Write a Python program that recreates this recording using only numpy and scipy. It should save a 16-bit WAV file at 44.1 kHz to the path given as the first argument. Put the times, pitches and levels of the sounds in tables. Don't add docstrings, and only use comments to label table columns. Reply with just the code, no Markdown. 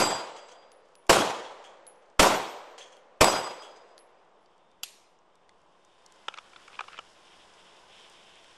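import sys
import numpy as np
from scipy import signal
from scipy.fft import rfft, irfft, next_fast_len
from scipy.io import wavfile
from scipy.ndimage import uniform_filter1d, map_coordinates

SR = 44100
rng = np.random.default_rng(int(sys.argv[2]) if len(sys.argv) > 2 else 0)


def linear_from_db(decibels):
    return 10 ** (np.asarray(decibels, float) / 20)


def int16_out(signal):
    q = np.round(np.clip(np.atleast_2d(signal).T, -1, 1) * 32767)
    wavfile.write(sys.argv[1], SR, q.astype(np.int16))


N = 377937
LEAD = SR // 10

# f/Hz, density/dB per Hz
HUM_SPECTRUM = [(76, -46), (130, -17), (183, -7.5), (282, -13), (330, -5.5), (566, -3.5), (1040, -3.5),
                (1730, -18.5), (3000, -24), (3900, -48), (6600, -120)]
HISS_SPECTRUM = [(900, -36), (1500, -3.5), (2440, -15.5), (3610, -15), (7600, -18.5), (11000, -28),
                 (12000, -36.5), (12400, -77)]
RUMBLE_SPECTRUM = [(4.7, -27.5), (8.0, 2), (16, -2), (27, -10.5), (150, -13), (200, -39.5), (330, -120)]
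RUB_SPECTRUM = [(1200, -35.5), (1800, -11.5), (2500, -4.5), (3100, 0.5), (3650, -2.5), (4000, -12),
                (4800, -24.5), (6000, -62)]
SWISH_SPECTRUM = [(2500, -36), (3800, -14.5), (5200, -1), (6300, -9.5), (8000, -10.5), (10000, -17.5),
                  (11500, -25.5), (12300, -57.5)]
# t/s, level/dB
STIRRING = [
    (3.9, -17),
    (4.75, -17),
    (5.05, -20.5),
    (5.8, -12.5),
    (6.3, -2.5),
    (6.5, -1.1),
    (6.87, 1.3),
    (7.1, -1.5),
    (8.57, -1),
]
# level/dB, slope/dB per dB of stirring
BED_LAYERS = [
    (-59.6, .48),
    (-63.5, .95),
    (-72.5, .62),
    (-65.5, .8),
    (-68, 1.05),
]
# t/s, length/s, pressure/dB
COAT_STROKES = [
    (6.72, .2, 3),
    (7.22, 0.36, 4),
    (7.573, 0.29, 6.5),
    (7.878, 0.46, 11),
    (8.26, 0.34, 6.5),
]
# start/s, end/s, level/dB
LEAF_RUSTLES = [
    (.83, .95, -77),
    (1.002, 1.097, -84),
    (1.99, 2.135, -81),
    (3.828, 3.944, -81),
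]

# t/s, peak level/dB, f/Hz, tone/dB
SMALL_SNAPS = [(0.8594, -61, 1920, -6), (0.9196, -58, 1880, 0), (1.067, -42, 2310, -9.5),
               (1.075, -46, 4800, -7), (1.958, -58, 6000, 3), (2.0602, -58, 5000, 3),
               (2.1001, -51, 1910, 0), (3.9904, -42, 4827, 12), (4.2494, -61, 1967, -2),
               (4.4593, -49, 4800, 6), (4.5795, -55, 3540, -5), (4.7147, -51.5, 3560, -5),
               (5.1883, -52.5, 5730, 5), (5.3544, -49.5, 3520, -6), (5.4924, -39, 2034, 8),
               (5.616, -52, 3050, -11), (5.8485, -45, 3340, -17), (6.0623, -33.5, 4300, -6),
               (6.122, -39, 3530, -6), (6.1594, -47, 3350, -2), (7.5378, -43, 2420, 0),
               (7.5814, -56, 3090, 0), (7.27, -52, 4800, 0), (8.098, -37, 2940, -14), (8.125, -48, 7000, 0),
               (8.355, -46, 7200, 3), (8.4442, -38, 2160, 5)]
# start/s, end/s, f/Hz, level/dB
THIN_TONES = [
    (4.402, 4.46, 10800, -90),
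    (4.55, 4.848, 3575, -85),
    (5.27, 5.55, 3620, -84),
    (5.75, 6.25, 3640, -81),
    (6.04, 6.29, 2073, -74),
    (5.3, 8.5, 1036, -72),
    (7.1, 8.5, 2020, -76),
]

# t/s, hollow level/dB, snap/dB, edge/dB
HOLSTER_KNOCKS = [(6.282, -22.5, -7.5, -11), (6.295, -48, -15, -16), (6.322, -53, -10, -4),
                  (6.339, -36, -5.5, -16), (6.373, -37, -8, -17), (6.384, -33, -5, -9),
                  (6.532, -44, -7.5, -12), (6.56, -41.5, -5.5, -16), (6.678, -39.5, -8, -7.5),
                  (6.699, -50, -12, -20), (6.730, -52, -5, -22), (6.741, -49, -1, -20),
                  (6.752, -51, -2, -22), (6.79, -24.5, -13, -26), (6.806, -25, -13.5, -17),
                  (6.838, -43, -19, -23), (6.881, -38, -10, -25), (6.918, -45, -17, -24),
                  (6.929, -44, -10, -20), (6.941, -41, -12, -14), (6.977, -40, -3.5, -11),
                  (6.988, -29.5, -10, -9)]
# f/Hz, width/Hz, level/dB
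SHELL_MODES = [(560, 200, -15), (800, 160, -9), (1310, 200, 0)]
LIP_MODES = [(2310, 300, 1.5), (2900, 350, 0), (3430, 400, -2)]
EDGE_MODES = [(5060, 1300, 2.5), (8200, 3000, -17)]
# start/s, end/s, level/dB, f/Hz
HOLSTER_SCRAPES = [
    (6.30, 6.34, -67, 1300),
    (6.36, 6.39, -53.5, 1500),
    (6.718, 6.774, -58, 2700),
    (6.832, 6.853, -64, 1300),
    (6.40, 6.53, -63, 1200),
    (6.57, 6.67, -63, 1250),
    (6.695, 6.78, -59, 1200),
    (6.89, 6.913, -56, 1300),
    (6.914, 6.961, -51.5, 1500),
    (6.954, 6.977, -52, 2390),
]

# t/s, level/dB, brightness/dB
SLIDE_CONTACTS = [
    (4.829, -54, 0),
    (4.8312, -48, 0),
    (4.8332, -24, 0),
    (4.8338, -27, 0),
    (4.8352, -36, 2),
    (4.8365, -27, -6),
    (4.8375, -28, -2),
    (4.8392, -36, 0),
    (4.8415, -39, 2),
    (4.8465, -42, 0),
]
# f/Hz, width/Hz, level/dB
SLIDE_MODES = [(760, 200, -13), (1420, 120, -14), (2690, 300, 0), (3330, 250, -3), (3870, 400, -6)]
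BARREL_MODES = [(4800, 500, -7), (5230, 250, -8), (5620, 250, -5), (6700, 300, -8), (7220, 300, -4),
                (8750, 150, -6), (11270, 260, 1), (11800, 250, -9)]
# f/Hz, density/dB per Hz
SLIDE_TAIL = [(880, -49.5), (1500, -19), (1620, -6), (2650, 1), (4230, 1), (7350, 2), (8140, -3),
              (8940, 3.5), (10200, -13), (11400, 0), (14000, -55)]

# t/s, ring level/dB, f/Hz, tick/dB, t60/s
CASE_LANDINGS = [
    (0.718, -55, 10440, 8.5, 0.24),
    (0.9534, -54, 10460, 10.5, 0.29),
    (1.867, -40.5, 10740, -5, 0.21),
    (2.9683, -67.5, 10600, 17, 0.22),
    (3.979, -50.5, 10800, 11, 0.26),
]

# t/s, level/dB, t60/s, rate/swells per s, first crest/s after the hit
TUMBLES = [
    (-.02, -28.8, .83, 2.97, .11),
    (-.021, -27.8, .65, 3.69, .124),
    (2.227, -43, .62, 9, .014),
    (3.243, -30.4, .85, 12.54, .038),
    (3.244, -30.5, .62, 17.9, .009),
]
# f/Hz, split/Hz
MODE_PAIRS = [(4805, 4.48), (7685, 18.1), (11891, 14), (4921, 19), (7885, 5.1)]
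# swell share/0-1, twin share/0-1, late ring level/dB
TUMBLE_FACES = [(.62, .42, -29), (.58, .42, -38), (.3, .42, -33), (.55, .42, -34), (.58, .42, -34)]
# t/s, level/dB, t60/s
IMPACTS = [
    (-.02, -18, 0.027),
    (1.128, -14.5, 0.071),
    (2.227, -18, 0.13),
    (3.243, -10.5, 0.027),
]
# t/s, f/Hz, level/dB, t60/s
TARGET_RINGS = [(-.015, 11580, -43, 0.33), (-.015, 11110, -58, .4), (-.015, 15487, -33, 0.5),
                (-.015, 9604, -54, .4), (1.13, 11003, -46, 0.5), (1.13, 10450, -59.5, 0.19),
                (1.13, 7025, -52, 0.61), (2.226, 8027, -46, 0.64), (2.226, 7187, -52, 0.54),
                (3.244, 11780, -54, .65), (3.244, 15675, -38, .3), (3.244, 11477, -54, .6),
                (3.244, 9254, -54, .6), (2.226, 10700, -60, .6), (1.13, 11488, -56, .35),
                (1.13, 14900, -55, .4), (1.867, 6900, -73, .3)]
# t/s, clang level/dB, grit level/dB, t60/s
FALLS = [(0.362, -51, -48, 0.23), (.484, -56, -51.5, 0.16), (0.515, -56, -52.5, 0.14),
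         (.547, -57, -68, 0.14), (.621, -60, -75, .12), (1.449, -46, -67.5, .2), (1.64, -51, -53.5, 0.36),
         (2.02, -68.5, -76.5, 0.17), (2.779, -52, -46, 0.47), (2.808, -46, -61, 0.21),
         (2.92, -55.5, -56, 0.26), (3.62, -48, -52, 0.34), (3.645, -58, -60.5, 0.22),
         (3.76, -65, -57.5, .15)]
# delay/s, clang level/dB, grit level/dB, t60/s
RACK_RATTLE = (.105, -37.5, -49, 0.58)
# f/Hz, width/Hz, level/dB
RACK_MODES = [(3330, 180, 0), (6900, 2200, -2), (9100, 1100, -16.5), (4800, 2000, -8.5), (2010, 2500, -0.5)]
PLATE_MODES = [(6280, 90, 0), (7090, 110, 1), (8950, 90, -9)]

# t/s, blast level/dB, wood level/dB, push level/dB
SHOTS = [
    (-.053, -9, -21.5, -36.5),
    (1.0941, -8.5, -20, -42.5),
    (2.194, -8, -20, -34.5),
    (3.2084, -8.5, -22, -39),
]
# delay/s, level/dB, t60/s
ECHOES = [
    (.008, -3.5, .03),
    (.044, -5, 0.065),
    (.064, -8, 0.012),
    (.0745, 5.5, 0.0087),
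    (0.091, -2.5, 0.022),
    (.126, -3.5, .025),
    (0.14, -12.5, 0.012),
    (.170, -13, 0.018),
    (0.181, -5, 0.0092),
    (.205, -11.5, 0.022),
]
# f/Hz, width/Hz, level/dB
FENCE_MODES = [(570, 310, -4), (1150, 500, -4)]
# f/Hz, density/dB per Hz
BLAST_SPECTRUM = [(24, -47.5), (40, -17.5), (575, -3), (1860, -10), (3460, -12), (4020, -19), (4330, -13),
                  (6950, -19.5), (7490, -15), (13600, -34.5), (15400, -68.5)]
SLAP_SPECTRUM = [(59, -51), (100, -9.5), (560, 2.5), (1020, 0), (1590, 4), (1750, -22.5), (4410, -30.5),
                 (5490, -28.5), (12000, -36), (15600, -73.5), (22000, -120)]
WOOD_SPECTRUM = [(24, -58.5), (40, -22.5), (340, -7), (508, -8), (795, -7.5), (947, -8), (1720, -19.5),
                 (2320, -18), (4440, -22.5), (7130, -21), (12300, -32.5), (14000, -44), (15400, -102)]
FAR_SPECTRUM = [(59, -56.5), (100, -29.5), (512, 17), (1990, -1), (5010, -18), (6220, -19), (9970, -34.5),
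                (11000, -27), (14300, -46), (22000, -120)]
DEEP_SPECTRUM = [(50, -55.5), (100, -31.5), (200, -25.5), (370, -5.5), (900, 4), (1640, -13.5), (3200, -11),
                 (5000, -18), (7500, -21.5), (10000, -34), (12000, -46.5), (13000, -81.5)]
# f/Hz, t60/s
WOOD_T60 = [(60, 0.29), (120, 0.55), (250, 0.53), (500, 0.74), (1000, 0.9), (2500, 0.72), (5000, 0.65),
            (10000, .5), (14000, .4)]
# f/Hz, level/dB
STRAY = [(60, -32), (110, -32.5), (200, -33.5), (380, -41.5), (700, -36), (1290, -39.5), (2380, -30.5),
         (4390, -30), (8110, -26), (15000, -19.5)]


def unit(x):
    return x / np.sqrt(np.mean(x ** 2) + 1e-20)


def peak(x):
    return x / np.abs(x).max()


def along(points, hz):
    f, v = np.transpose(points)
    return np.interp(np.log(hz + 1), np.log(f + 1), v)


def wobble(rate, size):
    knots = rng.standard_normal(int(size * rate / SR) + 4)
    return map_coordinates(knots, [np.arange(size) * rate / SR])


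def noise(spectrum, size):
    m = next_fast_len(size)
    gain = linear_from_db(along(spectrum, np.fft.rfftfreq(m, 1 / SR)))
    return unit(irfft(rfft(rng.standard_normal(m)) * gain, m)[:size])


def resonant(x, peaks, dull_hz=11000):
    m = next_fast_len(2 * len(x))
    f = np.fft.rfftfreq(m, 1 / SR)
    gain = 0
    for k, (hz, width, db) in enumerate(peaks):
        gain = gain + (-1) ** k * linear_from_db(db) * 1j * f * width / (hz * hz - f * f + 1j * f * width)
    top = 1 / (1 - (f / dull_hz) ** 2 + 1.2j * f / dull_hz) ** 3
    return irfft(rfft(x, m) * gain * top, m)[:len(x)]


def add(track, s, x):
    part = track[round(s * SR) + LEAD:][:len(x)]
    part += x[:len(part)]


def fade(t, t60, attack):
    return linear_from_db(-60 * t / t60) * (1 - np.exp(-t / attack))


def stroke(start, end):
    t = np.arange(round((end - start) * SR)) / SR
    return t, np.sqrt(np.abs(np.sin(np.pi * t / (end - start))))


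def trees(x):
    hz, t, z = signal.stft(x, SR, nperseg=1024)
    patches = uniform_filter1d(rng.standard_normal(z.shape), size=8, axis=0)
    patches = unit(uniform_filter1d(patches, size=3, axis=1))
    gain = linear_from_db(2 * patches - 60 * t / along(WOOD_T60, hz)[:, None])
    return signal.istft(z * gain, SR, nperseg=1024)[1][:len(x)]


def background():
    t = np.arange(N) / SR
    s, db = np.transpose(STIRRING)
    stir_db = np.interp(t, s, db, left=db[0])
    hum_db, hiss_db, rumble_db, rub_db, swish_db = [db + slope * stir_db for db, slope in BED_LAYERS]
    press_db = 0
    for s, length, db in COAT_STROKES:
        press = np.interp(t, [s, s + .23 * length, s + length], [0, 1, 0])
        press_db = press_db + db * np.sqrt(press)
    traffic_db, traffic_slope = BED_LAYERS[0]
    floor_db = traffic_db + traffic_slope * -10.2
    hum = linear_from_db(np.maximum(hum_db, floor_db) + 0.88 * wobble(3.7, N)) * noise(HUM_SPECTRUM, N)
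    rumble = linear_from_db(rumble_db + 2.3 * wobble(9, N)) * noise(RUMBLE_SPECTRUM, N)
    rub = linear_from_db(rub_db + press_db + 1.5 * wobble(30, N)) * noise(RUB_SPECTRUM, N)
    swish_db = swish_db + .4 * press_db
    swish = linear_from_db(swish_db + 1.5 * wobble(200, N) + .8 * wobble(25, N)) * noise(SWISH_SPECTRUM, N)
    hiss = linear_from_db(hiss_db) * noise(HISS_SPECTRUM, N)
    return hum + hiss + rumble + rub + swish


def leaves():
    out = np.zeros(N + LEAD)
    for start, end, db in LEAF_RUSTLES:
        t, swell = stroke(start, end)
        grains = rng.standard_normal(len(t)) * linear_from_db(4 * wobble(300, len(t)))
        add(out, start, linear_from_db(db) * swell * unit(resonant(grains, [(5890, 5000, 0)], dull_hz=9610)))
    return out[LEAD:]


def ticks():
    out, t = np.zeros(N + LEAD), np.arange(SR // 20) / SR
    for s, db, hz, tone_db in SMALL_SNAPS:
        snap = rng.standard_normal(len(t)) * fade(t, 0.011, .0002)
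        colour = [(hz, .2 * hz, tone_db + 5.5), (7000, 4000, 0)]
        add(out, s, linear_from_db(db - 6.5) * peak(resonant(snap, colour, dull_hz=9500)))
    for start, end, hz, db in THIN_TONES:
        t, swell = stroke(start, end)
        level = linear_from_db(db) * swell * linear_from_db(3 + 2.5 * wobble(9, len(t)))
        phase = 2 * np.pi * hz * t + 2.4 * wobble(30, len(t))
        add(out, start, level * np.sin(phase))
    return out[LEAD:]


def holster():
    out, t = np.zeros(N + LEAD), np.arange(SR // 8) / SR
    for s, db, snap_db, edge_db in HOLSTER_KNOCKS:
        second = fade(np.clip(t - .0025, 0, 1), 0.0096, 0.00016)
        jolts = fade(t, 0.014, 0.0006) + 0.72 * second + 0.03 * fade(t, 0.2, .004)
        scrape = rng.standard_normal(len(t)) * jolts
        lip = np.array(LIP_MODES) + [0, 0, 4] * rng.standard_normal((3, 1))
        hollow = peak(resonant(scrape, SHELL_MODES, dull_hz=6000))
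        snap = peak(resonant(scrape, lip, dull_hz=7000))
        edge = peak(resonant(scrape, EDGE_MODES, dull_hz=8500))
        add(out, s, linear_from_db(db + 1) * (hollow + linear_from_db(snap_db + 6.5) * snap + linear_from_db(edge_db + 1) * edge))
    for start, end, db, hz in HOLSTER_SCRAPES:
        t, swell = stroke(start, end)
        grains = rng.standard_normal(len(t)) * linear_from_db(3 * wobble(300, len(t)))
        add(out, start, linear_from_db(db) * swell * unit(resonant(grains, [(hz, 0.37 * hz, 0)], dull_hz=6000)))
    return out[LEAD:]


def slide():
    out, t = np.zeros(N + LEAD), np.arange(SR // 2) / SR
    for s, db, bright_db in SLIDE_CONTACTS:
        crack = (t == 0) + .25 * rng.standard_normal(len(t)) * fade(t, 0.003, .00005)
        crack = crack[:SR // 10]
        broad = resonant(crack, [(4500, 6000, -13)], dull_hz=9500)
        bright = resonant(crack, BARREL_MODES, dull_hz=11300) + broad
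        add(out, s, linear_from_db(db + 25.5) * (resonant(crack, SLIDE_MODES) - linear_from_db(bright_db) * bright))
    swelling = linear_from_db(-48) * linear_from_db(t * 15) * fade(t, 4, .005)
    tail = trees(noise(SLIDE_TAIL, len(t))) * (linear_from_db(-44) * fade(t, 0.057, .002) + swelling)
    add(out, SLIDE_CONTACTS[2][0], tail - linear_from_db(-48) * fade(t, .012, .0005))
    return signal.sosfilt(signal.butter(10, 13300, fs=SR, output='sos'), out[LEAD:])


def cases():
    out, t = np.zeros(N + LEAD), np.arange(SR // 3) / SR
    for s, db, hz, tick_db, t60 in CASE_LANDINGS:
        phase = 2 * np.pi * hz * t + .8 * wobble(60, len(t))
        ring = (np.sin(phase) + .7 * np.sin(.991 * phase)) * linear_from_db(3 * wobble(80, len(t)))
        ring = linear_from_db(-8.5) * fade(t, t60, 0.00033) * ring
        over = linear_from_db(-38) * fade(t, .15, .001) * np.sin(1.36 * phase)
        knock = rng.standard_normal(len(t)) * fade(t, 0.0065, .0001)
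        tick = resonant(knock, [(3930, 3500, 7.7)], dull_hz=10200)
        add(out, s, linear_from_db(db) * (ring + over + linear_from_db(tick_db) * tick))
    return out[LEAD:]


def tumbling():
    out, t = np.zeros(N + LEAD), np.arange(SR * 3 // 2) / SR
    for tumble, pair, turning in zip(TUMBLES, MODE_PAIRS, TUMBLE_FACES):
        s, db, t60, rate, crest = tumble
        hz, split_hz = pair
        swell, twin, linger_db = turning
        turns = rate * (t - crest) / (1 + 1.001 * t)
        flutter = linear_from_db((.6 + 3.5 * t) * wobble(30, len(t)))
        face = (1 + swell * np.cos(2 * np.pi * turns)) * flutter
        phase = 2 * np.pi * hz * t + .4 * wobble(25, len(t))
        beating = np.sin(phase) + twin * np.sin(phase + 2 * np.pi * split_hz * t)
        decay = fade(t, t60, .002) + linear_from_db(linger_db) * fade(t, 2 * t60, .002)
        add(out, s, linear_from_db(db) * decay * face * beating)
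    return out[LEAD:]


def targets():
    out, t = np.zeros(N + LEAD), np.arange(SR * 3 // 2) / SR
    for s, db, t60 in IMPACTS:
        add(out, s, linear_from_db(db) * fade(t[:SR // 4], t60, 0.00028) * noise(BLAST_SPECTRUM, SR // 4))
    for s, hz, db, t60 in TARGET_RINGS:
        spin = linear_from_db(3 * wobble(25, len(t)))
        phase = 2 * np.pi * hz * t + .7 * wobble(30, len(t))
        decay = fade(t, t60, .002) + linear_from_db(-24) * fade(t, 1.8 * t60, .002)
        add(out, s, linear_from_db(db) * decay * spin * np.sin(phase))
    t = t[:SR // 2]
    rattles = [(s + RACK_RATTLE[0], *RACK_RATTLE[1:]) for s, *_ in SHOTS]
    for s, db, grit_db, t60 in rattles + list(FALLS):
        bumps = rng.standard_normal(len(t)) * linear_from_db(2 * wobble(400, len(t)))
        clang = unit(resonant(bumps, RACK_MODES[:1]))
        grit = unit(resonant(bumps, RACK_MODES[1:], dull_hz=10600))
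        grit = grit * (.75 + .6 * np.exp(-t / .006)) + .3 * unit(resonant(bumps, PLATE_MODES))
        add(out, s, fade(t, t60, 0.0011) * (linear_from_db(db - 1.5) * clang + linear_from_db(grit_db) * grit))
    return out[LEAD:]


def shots():
    out, size = np.zeros(N + LEAD), 2 * SR
    t = np.arange(size) / SR
    short = t[:SR // 10]
    wave = (1 - short / .0004) * np.exp(-short / 0.00032)
    slap = peak(resonant(wave, FENCE_MODES))
    place, faces = noise(WOOD_SPECTRUM, size), noise(SLAP_SPECTRUM, size)
    for s, blast_db, wood_db, push_db in SHOTS:
        plateau = np.exp(-(short / 0.018) ** 3) * (1 - np.exp(-short / 0.00027))
        add(out, s, linear_from_db(blast_db - 4) * plateau * noise(BLAST_SPECTRUM, len(short)))

        slaps = 0.33 * faces + 0.32 * noise(SLAP_SPECTRUM, size)
        for delay, db, t60 in ECHOES:
            smear = fade(short, t60, 0.00082) * slaps[round(delay * SR):][:len(short)]
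            add(out, s + delay, linear_from_db(wood_db + 6.5 + db) * (1.8 * smear + 1.1 * slap))

        lumps = linear_from_db(1.5 * wobble(60, size))
        answer = trees(0.69 * place + 0.38 * noise(WOOD_SPECTRUM, size))
        add(out, s, linear_from_db(wood_db + 6) * fade(t, 27, 0.0028) * lumps * answer)
        add(out, s, linear_from_db(wood_db - 21.5) * fade(t, 2.94, 0.023) * noise(FAR_SPECTRUM, size))
        add(out, s, linear_from_db(wood_db - 9.5) * fade(t, 1.216, 0.034) * noise(DEEP_SPECTRUM, size))

        rise = np.exp((short[:SR // 200] - .005) / 0.0014)
        add(out, s - .005, linear_from_db(blast_db - 22.0) * rise * noise(BLAST_SPECTRUM, len(rise)))

        push = np.exp(-t / .08) - 11 * np.exp(-(t / .008) ** 2)
        add(out, s, linear_from_db(push_db) * push * (1 - np.exp(-t / 0.0014)))
    return out[LEAD:]


def scene():
    mono = shots() + targets() + tumbling() + cases() + leaves() + ticks() + slide() + holster() + background()
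    return np.array([mono, mono])


def gated(x):
    hz, _, z = signal.stft(x, SR, nperseg=2048)
    power = np.abs(z[:1024]) ** 2
    band_db = 10 * np.log10(power.reshape(64, 16, -1).sum(1) + 1e-20)
    frame_db = 10 * np.log10(power.sum(0) + 1e-20)
    flutter_db = 3 * unit(uniform_filter1d(rng.standard_normal(band_db.shape), size=3, axis=1))
    threshold_db = -60 + .69 * frame_db + flutter_db
    keep = 1 / (1 + linear_from_db(np.clip(8 * (threshold_db - band_db), -200, 200)))
    keep = np.where(hz[:1024, None] < 9000, 1, np.repeat(keep, 16, axis=0))
    return signal.istft(z[:1025] * np.vstack([keep, keep[-1:]]), SR, nperseg=2048)[1][:N]


def roll_off(x):
    return signal.sosfilt(signal.butter(12, 15850, fs=SR, output="sos"), x)


def record(dry):
    held = dry / (1 + np.abs(dry / .6) ** 4) ** (1 / 4)
    band = signal.cheby1(10, .5, 14600, fs=SR, output='sos')
    held = signal.sosfilt(band, held) + linear_from_db(-26) * held
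    held = np.array([gated(held[0])] * 2)
    hz, _, z = signal.stft(held[0], SR, nperseg=256)
    z = z * linear_from_db(along(STRAY, hz) + 3)[:, None] * np.exp(2j * np.pi * rng.random(z.shape))
    stray = signal.istft(z, SR, nperseg=256)[1][:N]
    mix = held - .0004 + [stray, -stray]
    return roll_off(mix)


dry = scene()
out = record(dry)
int16_out(out)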